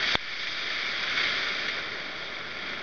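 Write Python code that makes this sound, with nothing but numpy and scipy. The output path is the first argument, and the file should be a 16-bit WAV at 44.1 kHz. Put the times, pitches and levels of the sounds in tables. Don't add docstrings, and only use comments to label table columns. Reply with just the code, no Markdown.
import sys
import numpy as np
from scipy import signal
from scipy.io import wavfile
from scipy.ndimage import uniform_filter1d

SR = 44100
rng = np.random.default_rng(int(sys.argv[2]) if len(sys.argv) > 2 else 0)


def how_loud(loudness_db):
    steps = np.asarray(loudness_db, float) / 20
    return 10 ** steps


def transcribe(u):
    v = np.clip(np.atleast_2d(u).T, -1, 1)
    q = np.round(v * 32767).astype(np.int16)
    wavfile.write(sys.argv[1], SR, q)


N = 124362
T = np.arange(N) / SR

# (time [s], level [dB], brightness tilt [dB per octave])
SPRAY_SURGE = [(0, -28.5, -1), (.04, -28, 0), (0.121, -26.5, 3), (0.189, -26.5, 1), (.25, -24.5, -1),
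               (.48, -28, 3.5), (.7, -28, 0.5), (.98, -29.5, .5), (1.1, -28, -1.9), (1.191, -26, -.5),
               (1.4, -28.5, 0), (1.6, -31, 0.1), (1.79, -32.5, -1.7), (1.851, -34.5, -2),
               (2.1, -37.5, -0.2), (2.549, -39, -1), (2.699, -35, -3), (2.82, -37.5, -2.5)]
# (frequency [Hz], density [dB per Hz])
FIZZ_SPECTRUM = [(60, -19), (400, -10), (900, -10), (1600, 1.5), (3000, -1), (5000, -0.5), (7000, -12.5)]

HIT_S, DUCK_S = .15404, .1588


def evened(x):
    return x / np.sqrt(np.mean(x ** 2) + 1e-20)


def read(points, hz):
    f, value = np.transpose(points)
    return np.interp(np.log(hz + 1), np.log(f + 1), value)


def coloured(x, gain_db):
    log_gain = np.log(how_loud(gain_db))
    full = np.concatenate([log_gain, log_gain[-2:0:-1]])
    taps = np.fft.ifft(np.exp(np.conj(signal.hilbert(full)))).real[:2048]
    return signal.oaconvolve(x, taps)[:len(x)]


def churn(shape, tilt, patchy_db, flicker_db, swell_db):
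    frames = N // 128 + 5
    hz = np.fft.rfftfreq(512, 1 / SR)
    t = np.arange(frames) * 128 / SR
    real, imag, patches, wide = rng.standard_normal((frames, 257, 4)).T
    patches = evened(uniform_filter1d(uniform_filter1d(patches, 6, 0), 9, 1))
    flicker = evened(uniform_filter1d(uniform_filter1d(wide[:80], 50, 0), 3, 1))
    flicker = np.concatenate([flicker, np.tile(flicker[-1], (177, 1))])
    swell_hz = np.geomspace(6, 40, 30)
    swell = evened(sum(np.sin(2 * np.pi * (f * t + rng.random())) / np.sqrt(f) for f in swell_hz))
    lean = np.interp(t, T, tilt) * np.log2(hz / 2000 + .05)[:, None]
    motion = patchy_db * patches + flicker_db * flicker + swell_db * swell
    spectra = (real + 1j * imag) * how_loud(read(shape, hz)[:, None] + lean + motion)
    return evened(signal.istft(spectra, nperseg=512, noverlap=384)[1][:N])


def tone(hz, db):
    return how_loud(db) * np.sqrt(2) * np.sin(2 * np.pi * (hz * T + rng.random()))


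def mains_hum():
    # (frequency [Hz], level [dB rms])
    hum_tones = [(60, -65), (120, -68)]
    return sum(tone(hz, db) for hz, db in hum_tones)


def surf_roar(surge_db):
    # (frequency [Hz], density [dB per Hz])
    roar_spectrum = [(25, -6.5), (60, -18), (150, -0.5), (400, 1), (800, -2), (1500, 0), (3000, -13.5),
                     (7000, -35)]
    level_db = -42 + 0.21 * (surge_db + 37.5)
    return how_loud(level_db) * churn(roar_spectrum, 0 * T, patchy_db=-0.08, flicker_db=0.56, swell_db=-0.17)


def drops():
    drops_per_s, spread_db = 4000, 1
    landed = rng.exponential(1, N), rng.random(N) < drops_per_s / SR
    size = how_loud(spread_db * np.minimum(landed[0], 3.5)) * landed[1]
    kind = rng.integers(0, 24, N)
    out = np.zeros(N)
    for k, hz in enumerate(np.geomspace(1300, 6500, 24)):
        turns = np.arange(0, 8, hz / SR)
        grain = np.sin(2 * np.pi * turns * (1 + 0.0051 * turns)) * turns * np.exp(-turns / 0.81)
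        grain = grain * how_loud(read(FIZZ_SPECTRUM, hz)) * np.sqrt(hz / 2000)
        out += signal.oaconvolve(size * (kind == k), grain)[:N]
    return evened(out)


def spray(surge_db, tilt):
    drop_share = 0.38
    fizz = churn(FIZZ_SPECTRUM, tilt, patchy_db=0.6, flicker_db=1.1, swell_db=0.15)
    return how_loud(surge_db) * (np.sqrt(1 - drop_share) * fizz + np.sqrt(drop_share) * drops())


def splashes():
    # (time [s], peak level [dB])
    slap_times = [(0.0253, -14), (0.0734, -16), (0.384, -21.5), (0.4274, -14), (0.4678, -10.5),
                  (0.6997, -19), (0.7458, -18), (0.8096, -20), (0.8638, -19), (1.0264, -16.5),
                  (1.069, -27.5), (1.0938, -18), (1.171, -12.5), (1.2054, -16), (1.2326, -13.5),
                  (1.269, -19), (1.3855, -19), (1.6818, -15.5), (1.7414, -21.5), (2.5102, -27.5),
                  (2.5679, -28), (2.6914, -25.5)]
    # (frequency [Hz], density [dB per Hz])
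    slap_spectrum = [(300, -25.5), (1000, -11), (2200, 1), (3500, -2.5), (7000, -11)]
    trim_db, t60_s, rise_s = -9, .09, .002
    bursts = np.zeros(N)
    for start, db in slap_times:
        u = T - start
        bursts += how_loud(db + trim_db - 60 * abs(u) / t60_s) * np.clip(u / rise_s, 0, 1)
    return bursts * churn(slap_spectrum, 0 * T, patchy_db=-0.5, flicker_db=0, swell_db=0.5)


def water():
    at, level_db, tilt = np.transpose(SPRAY_SURGE)
    surge_db = np.interp(T, at, level_db)
    return surf_roar(surge_db) + spray(surge_db, np.interp(T, at, tilt)) + splashes()


def housing(x):
    # (frequency [Hz], width [Hz], gain [dB])
    shell_modes = [(413, 80, 2.5), (616, 74, 4), (487, 54, -2), (906, 98, -4.5), (1417, 83, 3.5),
                   (1773, 61, 4), (2199, 244, 7), (2657, 200, -4.5), (3016, 130, -4), (3240, 160, 5),
                   (3580, 210, 4.5), (4214, 280, -4), (4610, 270, 3), (5525, 790, -6), (5830, 340, -2)]
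    roll_hz, roll_db_per_khz = 6182, -42
    hz = np.fft.rfftfreq(4096, 1 / SR)
    bumps = sum(db * np.exp(-((hz - f) / width) ** 2) for f, width, db in shell_modes)
    over_khz = 200 * np.logaddexp(0, (hz - roll_hz) / 200) / 1000
    heard = coloured(x, np.maximum(bumps + roll_db_per_khz * over_khz, -90))
    return heard * np.std(x) / np.std(heard)


def strike():
    # (frequency [Hz], level [dB], t60 [s])
    port_rings = [(3480, -13, .022), (3170, -23, .05)]
    hit_db, hit_width_s, ring_delay_s, ring_rise_s = -1.9, .0001, .00024, .0003
    u = T - HIT_S
    punch = how_loud(hit_db) * np.exp(-(u / hit_width_s) ** 2)
    rings = np.zeros(N)
    for hz, db, t60 in port_rings:
        rings += how_loud(db - 60 * abs(u) / t60) * np.cos(2 * np.pi * hz * (u - ring_delay_s))
    onset = np.sin(np.pi / 2 * np.clip(u / ring_rise_s - .5, 0, 1)) ** 2
    return punch + rings * onset


def membrane_offset():
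    u = T - HIT_S
    shift = np.clip(u / .004, 0, 1) * np.exp(-np.maximum(T - .5, 0) / .4)
    sag = np.clip(u / 0.0024, 0, 1) * np.exp(-abs(u) / .02)
    return -.005 - .0038 * shift - 0.0031 * sag


def gain_control():
    duck_db, snap_s, recover_s = -14.5, 0.00053, 0.44
    u = T - DUCK_S
    return duck_db * np.clip(1 + u / snap_s, 0, 1) * np.exp(-np.maximum(u, 0) / recover_s)


def scene():
    dip_start = np.clip((T - HIT_S) / 0.00031, 0, 1)
    dip_end = np.clip((T - DUCK_S) / .002, 0, 1)
    early_duck_db = -7 * dip_start * (1 - dip_end)
    return np.tile(housing(water()) * how_loud(early_duck_db) + strike(), (2, 1))


def top_cut(x):
    return signal.sosfilt(signal.butter(12, 7210, fs=SR, output="sos"), x)


def record(dry):
    ducked = (dry + tone(3404, -58)) * how_loud(gain_control())
    return top_cut(ducked + mains_hum() + membrane_offset())


dry = scene()
out = record(dry)
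transcribe(out)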